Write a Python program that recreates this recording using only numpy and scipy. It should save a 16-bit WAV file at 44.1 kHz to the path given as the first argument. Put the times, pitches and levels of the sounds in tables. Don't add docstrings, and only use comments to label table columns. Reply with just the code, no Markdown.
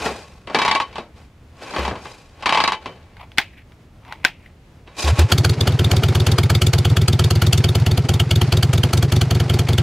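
import sys
import numpy as np
from scipy import signal
from scipy.io import wavfile
from scipy.ndimage import uniform_filter1d

SR = 44100
rng = np.random.default_rng(int(sys.argv[2]) if len(sys.argv) > 2 else 0)


def bounce(signal):
    frames = np.transpose(np.atleast_2d(signal))
    limited = np.clip(frames, -1, 1)
    pcm = np.round(limited * 32767).astype(np.int16)
    wavfile.write(sys.argv[1], SR, pcm)


N = 433062
T = np.arange(N) / SR

# f/Hz, relative level/dB, t60/s
CASE_MODES = [(740, -28, 0.05), (871, -12, 0.19), (1016, -18.5, 0.13), (1105, -8, 0.15),
              (2064, -10.5, 0.05), (2307, -14.5, 0.14), (2630, -10, 0.03), (3046, -21.5, 0.21),
              (3850, -18, 0.096), (4440, -21.5, 0.095)]


def undb(db):
    return np.exp(np.asarray(db) * np.log(10) / 20)


def unit(x):
    return x / np.sqrt(np.mean(x ** 2))


def band(x, hz, width_hz):
    return signal.lfilter(*signal.iirpeak(hz, hz / width_hz, fs=SR), x)


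def colour(x, bands):
    return sum(undb(db) * band(band(x, hz, width), hz, 2 * width) for hz, width, db in bands)


def ring(x, modes):
    out = 0
    for hz, db, t60 in modes:
        pole = np.exp((2j * np.pi * hz - np.log(1000) / t60) / SR)
        out = out + undb(db) * signal.lfilter([0, pole.imag], [1, -2 * pole.real, abs(pole) ** 2], x)
    return out


def dull(x, hz):
    return signal.sosfilt(signal.butter(2, hz, fs=SR, output="sos"), x)


def fade(t, t60):
    return np.exp(-np.log(1000) * np.maximum(t, 0) / t60)


def walk(rate):
    k = int(SR / rate)
    return uniform_filter1d(np.repeat(rng.standard_normal(N // k + 1), k), k)[:N]


def add(out, s, x):
    k = int(s * SR)
    out[k:k + len(x)] += x[:N - k]


def swell(t, s, rise_s, hold_s, t60, db):
    return undb(db - 28 * np.maximum(s - t, 0) / rise_s) * fade(t - s - hold_s, t60)


def play(rows, voice):
    out = np.zeros(N)
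    for s, rise_s, hold_s, t60, db, control in rows:
        span = slice(int(max(s - 2 * rise_s, 0) * SR), int((s + hold_s + t60) * SR))
        out[span] += swell(T[span], s, rise_s, hold_s, t60, db) * voice(span, control)
    return out


def chatter(events, t60, tail_db, tail_t60, rise_s=0.00068):
    drive = np.zeros(N)
    t = np.arange(int(.25 * SR)) / SR
    shape = np.clip(t / rise_s, 0, 1) * (fade(t, t60) + undb(tail_db) * fade(t, tail_t60))
    for (s, db), noise in zip(events, rng.standard_normal((len(events), len(t)))):
        add(drive, s, undb(db) * noise * shape)
    return drive


def air():
    # f/Hz, relative level/dB
    spectrum = [(25, 16.5), (45, -14.5), (81, 15.5), (150, -7.5), (240, -11), (440, -20.5), (1000, -36),
                (2500, -23), (6000, -81.5), (15000, -83.5)]
    hz_points, db_points = np.transpose(spectrum)
    out = 0
    for hz in 28 * 2 ** np.arange(0, 9.1, .7):
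        mid = band(rng.standard_normal(N), hz, hz / 2)
        side = band(rng.standard_normal(N), hz, hz / 2)
        db = np.interp(np.log(hz), np.log(hz_points), db_points) + 2.0 * walk(15)
        side_share = np.clip(hz / 500 - .2, 0, 1)
        out = out + undb(db) * (mid + side_share * side * np.array([[1], [-1]]))
    return unit(out) * undb(-45)


def whistle():
    return swell(T, s=2, rise_s=1.5, hold_s=-1.5, t60=.08, db=-56) * np.sin(2 * np.pi * 10100 * T)


def rub_and_wheeze():
    # loudest from t/s, rise/s, hold/s, t60/s, level/dB, fizz against body/dB
    rubs = [(.03, .12, 0.025, .3, -24.5, -9), (.1, 0.091, .01, 0.85, -36.5, -7),
            (.54, .06, .005, .1, -35, -27), (.86, .02, .02, 0.45, -42, -31),
            (1.0, 0.087, .01, .2, -43, -38), (1.17, .06, 0.0091, 0.42, -50.5, -9),
            (1.63, 0.11, 0.085, .3, -38.5, -10), (1.79, 0.16, 0.069, 0.23, -27.5, -16),
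            (2.07, 0.26, 0.034, 0.77, -42.5, -4.5), (2.41, 0.12, .01, .1, -45, -20),
            (2.83, .15, 0.045, 1.05, -44.5, -30), (4.87, .02, .08, .3, -50.5, -19),
            (4.99, 0.032, 0.046, .2, -29, 0.5), (5.08, 0.049, 0.0046, 0.19, -21, -9),
            (5.195, 0.062, .005, 0.19, -20, -9), (5.3, .03, 0.0055, 0.092, -26, -9)]
    # f/Hz, width/Hz, relative level/dB
    whine = [(2415, 93, 1), (3840, 63, -4), (3950, 40, -6), (4910, 59, -4), (5600, 52, -9.5),
             (6420, 38, -10.5), (7500, 40, -10)]
    ends_s = 5.7
    noise = rng.standard_normal((2, N)) * undb(2.0 * walk(150))
    grit, spray = noise[:, :int(ends_s * SR)]
    rung = unit(dull(ring(grit, CASE_MODES), 7700))
    dry_rub = unit(colour(grit, [(438, 480, 13.3), (787, 950, 10.3), (1400, 810, 3.3), (2310, 970, 2.1)]))
    body = unit(0.43 * rung + dry_rub)
    hiss = unit(dull(band(spray, 4600, 4500), 9200))
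    fizz = unit(hiss + 0.83 * unit(colour(grit, whine)))
    return play(rubs, lambda span, treble_db: body[span] + fizz[span] * undb(treble_db))


def pipe_ring(open_s, blow_db, top_db, open_hz, shut_hz, overtones):
    start_turns, rise_s, shut_t60_s, lag_s = 0.057, 0.0033, 0.067, .004
    t = np.arange(int((open_s + .12) * SR)) / SR
    travel = np.clip(t / open_s, 0, 1)
    hz = open_hz + (shut_hz - open_hz) * travel ** 22.0
    loud = undb(blow_db + (top_db - blow_db) * travel ** 1.4)
    loud = loud * fade(t - open_s - lag_s, shut_t60_s) * np.clip(t / rise_s, 0, 1)
    out = loud * np.sin(2 * np.pi * (start_turns + np.cumsum(hz) / SR))
    late = np.maximum(t - lag_s, 0)
    for mode_hz, db, t60 in overtones:
        envelope = fade(late, t60) * np.clip(late / 0.001, 0, 1)
        out += undb(blow_db + db) * np.sin(2 * np.pi * mode_hz * late) * envelope
    return out


def jet_puff():
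    crack_s, tail_db, tail_t60_s = 0.012, -6, 0.073
    t = np.arange(int(.1 * SR)) / SR
    progress = np.clip(t / crack_s, 0, 1)
    jet = np.sin(np.pi * progress ** 2.42)
    return jet + undb(tail_db) * progress * fade(t - crack_s, tail_t60_s)


def exhaust():
    # t/s, valve open/s, crack level/dB, blow-down level/dB,
    # level at piston top/dB, pipe f while open/Hz
    kicked = [(.012, 0.16, -70, -34.5, -42, 68.6), (1.783, 0.14, -38, -22, -28.5, 66.6),
              (5.041, 0.089, -29, -13.5, -8, 73.4), (5.186, 0.061, -17.5, -5.5, -7, 79)]
    # f open/Hz, f shut/Hz, valve open share of the cycle,
    # blow-down level of a full burn/dB, weakest crack of a full burn/dB
    pipes = [(88.9, 140.6, 0.229, -10, -26), (91, 130.8, 0.211, -9.5, -26.5)]
    # f/Hz, front and rear level against blow-down/dB, t60/s
    overtones = [(195, -2.5, -6.5, 0.039), (220.4, -20, -17, 0.13), (357.6, -8.5, -10.5, 0.12),
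                 (456, -18, -42, 0.14), (685, -9, -40, 0.041), (1337, -20.5, -27.5, 0.096)]
    crack_lead_s = 0.0065
    puff = jet_puff()
    rings, gates = np.zeros(N), np.zeros((2, N))
    for s, open_s, crack_db, blow_db, top_db, open_hz in kicked:
        add(rings, s, pipe_ring(open_s, blow_db, top_db, open_hz, 114, [(346, -5.0, 0.079)]))
        add(gates[1], s, undb(crack_db) * puff)
    rows = strokes()
    cycle_s = 2 * uniform_filter1d(np.gradient(rows[:, 0]), size=3)
    chance = rng.standard_normal((len(rows), 2, len(overtones)))
    for k, (s, crack_db, top_db) in enumerate(rows):
        cylinder = k % 2
        open_hz, shut_hz, share, blow_db, burn_db = pipes[cylinder]
        blow_db += 1.03 * min(crack_db - burn_db, 0)
        modes = [(m[0] * (1 + 0.014 * a), m[1 + cylinder] + 1.34 * b, m[3])
                 for m, a, b in zip(overtones, *chance[k])]
        add(rings, s, pipe_ring(share * cycle_s[k], blow_db, top_db, open_hz, shut_hz, modes))
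        add(gates[cylinder], s - crack_lead_s, undb(crack_db) * puff)
    return rings, gates


def cracks(gates):
    # f/Hz, width/Hz, front relative level/dB, rear relative level/dB
    mouth = [(656, 1350, -2, -15), (1318, 440, -4.5, -6), (2220, 260, 0.5, -2), (3084, 600, 5, -12),
             (3670, 430, -27, 6), (4414, 660, -2, -0.5), (5450, 3900, -7.5, -7), (9900, 4200, -19.5, -18.5)]
    hiss = rng.standard_normal(N)
    bands = [band(band(hiss, hz, width), hz, 2 * width) * undb(2 * walk(25)) for hz, width, _, _ in mouth]
    out = np.zeros(N)
    for cylinder in range(2):
        jet = sum(undb(row[2 + cylinder]) * b for row, b in zip(mouth, bands))
        out += gates[cylinder] * unit(jet)
    return out


def blows():
    teeth = [
        [.546, .587, .617, .649, .679, .712, .75, .8],
        [2.458, 2.492, 2.524, 2.547, 2.573, 2.602, 2.638, 2.676, 2.72],
    ]
    # t/s, blow level/dB, thud against the blow/dB
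    knocks = [(0.059, -15, -1.5), (0.472, -22.5, -10), (0.498, -26, -1.5), (0.546, -24, 6),
              (0.927, -30, -20), (0.956, -19, -27), (0.982, -20.5, -7.5), (1.737, -18, -12.5),
              (1.763, -14, -10), (1.782, -15.5, -7.5), (1.85, -14.5, -17), (1.878, -14, -11.5),
              (1.91, -25.5, 2), (1.954, -24, -8), (2.055, -24, -14), (2.424, -17.5, -21),
              (2.858, -19, -10.5), (4.875, -34, -11)]
    first_db, middle_db, last_db, thud_db = -1.6, -4, -6.5, -27.5
    rows = []
    for swing in teeth:
        for s in swing:
            db = first_db if s == swing[0] else last_db if s == swing[-1] else middle_db
            rows.append((s, db, thud_db))
    return rows + list(knocks)


def lever():
    # f/Hz, width/Hz, relative level/dB
    case_blur = [(544, 1000, -8), (990, 414, 7.5), (1560, 740, 0), (2360, 1250, -3.5), (4000, 510, -24),
                 (6500, 3400, -31.5)]
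    hits = blows()
    clicks = [row[:2] for row in hits]
    thud_hits = [(s, db + thud_db) for s, db, thud_db in hits]
    rung = undb(-34) * ring(chatter(clicks, 0.0061, 2, 0.13), CASE_MODES)
    blurred = undb(0.5) * colour(chatter(clicks, 0.009, -1.44, 0.12), case_blur)
    thuds = colour(chatter(thud_hits, 0.087, -0.49, 0.31), [(236, 160, 8.0), (465, 540, 11.5)])
    return dull(rung + blurred + thuds, 8100)


def hand():
    # loudest from t/s, rise/s, hold/s, t60/s, level/dB, amplitude of the low rustle against the high
    slides = [(3.19, 0.098, 0.043, 0.15, -47, 1.4), (3.595, .15, .005, 0.15, -47.5, .1),
              (4.06, .05, 0.028, .2, -52, 2.4), (4.118, .06, .003, .2, -43, 1.6),
              (4.245, 0.11, .005, .05, -44.5, 1.0), (4.46, 0.092, 0.0045, .15, -48.5, .1)]
    grit = rng.standard_normal(N) * undb(4.5 * walk(200))
    low = unit(colour(grit, [(910, 410, 0)]))
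    high = unit(colour(grit, [(2100, 800, 8), (6000, 11000, -22.0)]))
    return play(slides, lambda span, share: high[span] + share * low[span])


def grip():
    # t/s, blow level/dB
    snaps = [(3.168, -37), (3.318, -34.5), (3.375, -20), (3.383, 2.5), (3.72, -41.5), (4.05, -38),
             (4.08, -38), (4.124, -21), (4.243, -18), (4.249, 1.5)]
    # f/Hz, relative level/dB, t60/s
    modes = [(876, -6, .02), (1546, 5.5, 0.024), (1970, -9, 0.011), (2880, -10, .015)]
    # f/Hz, width/Hz, relative level/dB
    blur = [(406, 260, -8), (936, 640, 0), (1850, 1460, 3), (3200, 500, -10), (5940, 6900, -25),
            (11850, 10000, -29)]
    snap = undb(-22.0) * ring(chatter(snaps, 0.0086, -47.0, .03), modes)
    body = undb(6.5) * colour(chatter(snaps, 0.0098, -14.5, 0.12, 0.00017), blur)
    rattle = undb(-20) * colour(chatter(snaps, 0.26, -22.0, 0.74), [(2470, 770, -1)])
    return snap + body + rattle


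def strokes():
    crank_count = [0, 1, 2, 4, 6, 10, 14, 18, 22, 24, 26, 29, 31, 33, 37, 41]
    # t/s, crack level/dB, pipe ring level at piston top/dB
    crank = [(5.3202, -9, -9), (5.4474, -15.5, -10), (5.5551, -15, -9.5), (5.793, -19, -9.5),
             (6.0355, -18.5, -9), (6.5, -16.5, -9.5), (6.968, -18, -8.5), (7.42, -17.5, -8.5),
             (7.8631, -17, -10.5), (8.089, -17.5, -10), (8.3091, -17, -8), (8.6292, -18, -8.5),
             (8.8345, -18.5, -8.5), (9.027, -18.5, -8.5), (9.401, -19, -10.5), (9.7815, -20.5, -8)]
    # t/s, delay/s, change of crack/dB, change of ring/dB
    stumbles = [(5.375, 0.0063, -5, 1), (5.494, 0.0017, -2.5, .3), (5.555, .0001, -39, -2.5),
                (5.607, 0.0029, -1.7, -2.5), (5.674, 0.00033, 3.5, 0), (5.724, -0.0029, -10, 2),
                (6.384, .0005, 1.5, -1), (6.619, 0.0012, 1.5, .3), (6.899, -.002, -5.5, 3.5),
                (7.468, 0.00012, -1, 3), (7.53, -0.0013, 3, -.3), (7.798, -.002, -11, 3.5),
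                (7.977, .0005, -2, 2), (8.246, 0.0032, .1, -.5), (8.67, 0.0017, 2, 2.5),
                (8.87, -0.001, .3, -6), (8.932, 0.00041, 2, -0.5), (9.064, -0.0025, -4, -2.5),
                (9.73, 0.0014, -1, -3)]
    rear_lag, rear_crack_db, rear_ring_db = .43, -5.5, 0.74
    misses_from_s, miss_lag, miss_crack_db, miss_ring_db = 7.9, .41, -27, -1.5
    even_lag, even_drag_s = .45, .0015
    scatter_db = [0.92, 0.7]
    count = np.arange(crank_count[-1] + 1)
    s, crack_db, ring_db = (np.interp(count, crank_count, column) for column in np.transpose(crank))
    miss = (s > misses_from_s) & (count % 2 == 1)
    even = (s > misses_from_s - np.gradient(s)) & (count % 2 == 0)
    s = s + even_drag_s * even
    lag = np.select([miss, even], [miss_lag, even_lag], rear_lag)
    front = [s, crack_db, ring_db]
    rear = [s + lag * np.diff(s, append=np.inf),
            crack_db + rear_crack_db + miss_crack_db * miss,
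            ring_db + rear_ring_db + miss_ring_db * miss]
    rows = np.transpose([front, rear], axes=(2, 0, 1)).reshape(-1, len(rear))[:-1]
    for at, *change in stumbles:
        rows[np.argmin(np.abs(rows[:, 0] - at))] += change
    rows[:, 1:] += rng.standard_normal((len(rows), 2)) * scatter_db
    return rows


def clatter(rings):
    # f/Hz, width/Hz, relative level/dB
    gear_bands = [(230, 170, 16.5), (417, 75, 15.5), (760, 240, 7.5), (1410, 540, -3), (2220, 830, 0),
                  (4500, 1340, -6.5), (9150, 6000, -60.5)]
    # t/s, level/dB
    level = [(5.2, -43), (5.33, -32), (6.0, -28), (6.4, -32.5), (7.0, -33), (8.5, -32), (9.82, -32)]
    shared = 1.64 * walk(90)
    gear = 0
    for hz, width, db in gear_bands:
        ticking = rng.standard_normal(N) * undb(shared + 4.25 * walk(110))
        gear = gear + undb(db) * band(ticking, hz, width)
    pulse = 1 + 1.56 * uniform_filter1d(np.abs(rings), size=400)
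    return dull(unit(gear), 8600) * pulse * undb(np.interp(T, *np.transpose(level), left=-200))


def port_side(mid):
    ports = [(3.12, 5000, -0.5, -22.5), (4.8, 7000, 4.5, -28), (9.9, 6800, -0.5, -103)]
    t = np.arange(int(.02 * SR)) / SR
    scatter = rng.standard_normal(len(t)) * fade(t, 0.0084)
    spread = signal.fftconvolve(mid, scatter / np.linalg.norm(scatter))[:N]
    side, start, waver = np.zeros(N), 0, unit(walk(150))
    for until, hz, spread_db, lead_db in ports:
        treble = waver * signal.lfilter(*signal.butter(2, hz, "high", fs=SR), spread)
        side += ((T >= start) & (T < until)) * (undb(spread_db) * treble + undb(lead_db) * mid)
        start = until
    return side


def scene():
    rings, gates = exhaust()
    engine = rings + cracks(gates) + clatter(rings)
    mid = engine + rub_and_wheeze() + lever() + hand() + grip() + whistle()
    side = port_side(mid)
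    return np.array([mid + side, mid - side]) + air()


def record(dry):
    thin = signal.sosfilt(signal.butter(2, 40, "high", fs=SR, output="sos"), dry)
    clipped = np.clip(thin, -1, 1)
    return signal.sosfilt(signal.ellip(12, .2, 100, 15700, fs=SR, output="sos"), clipped)


dry = scene()
out = record(dry)
bounce(out)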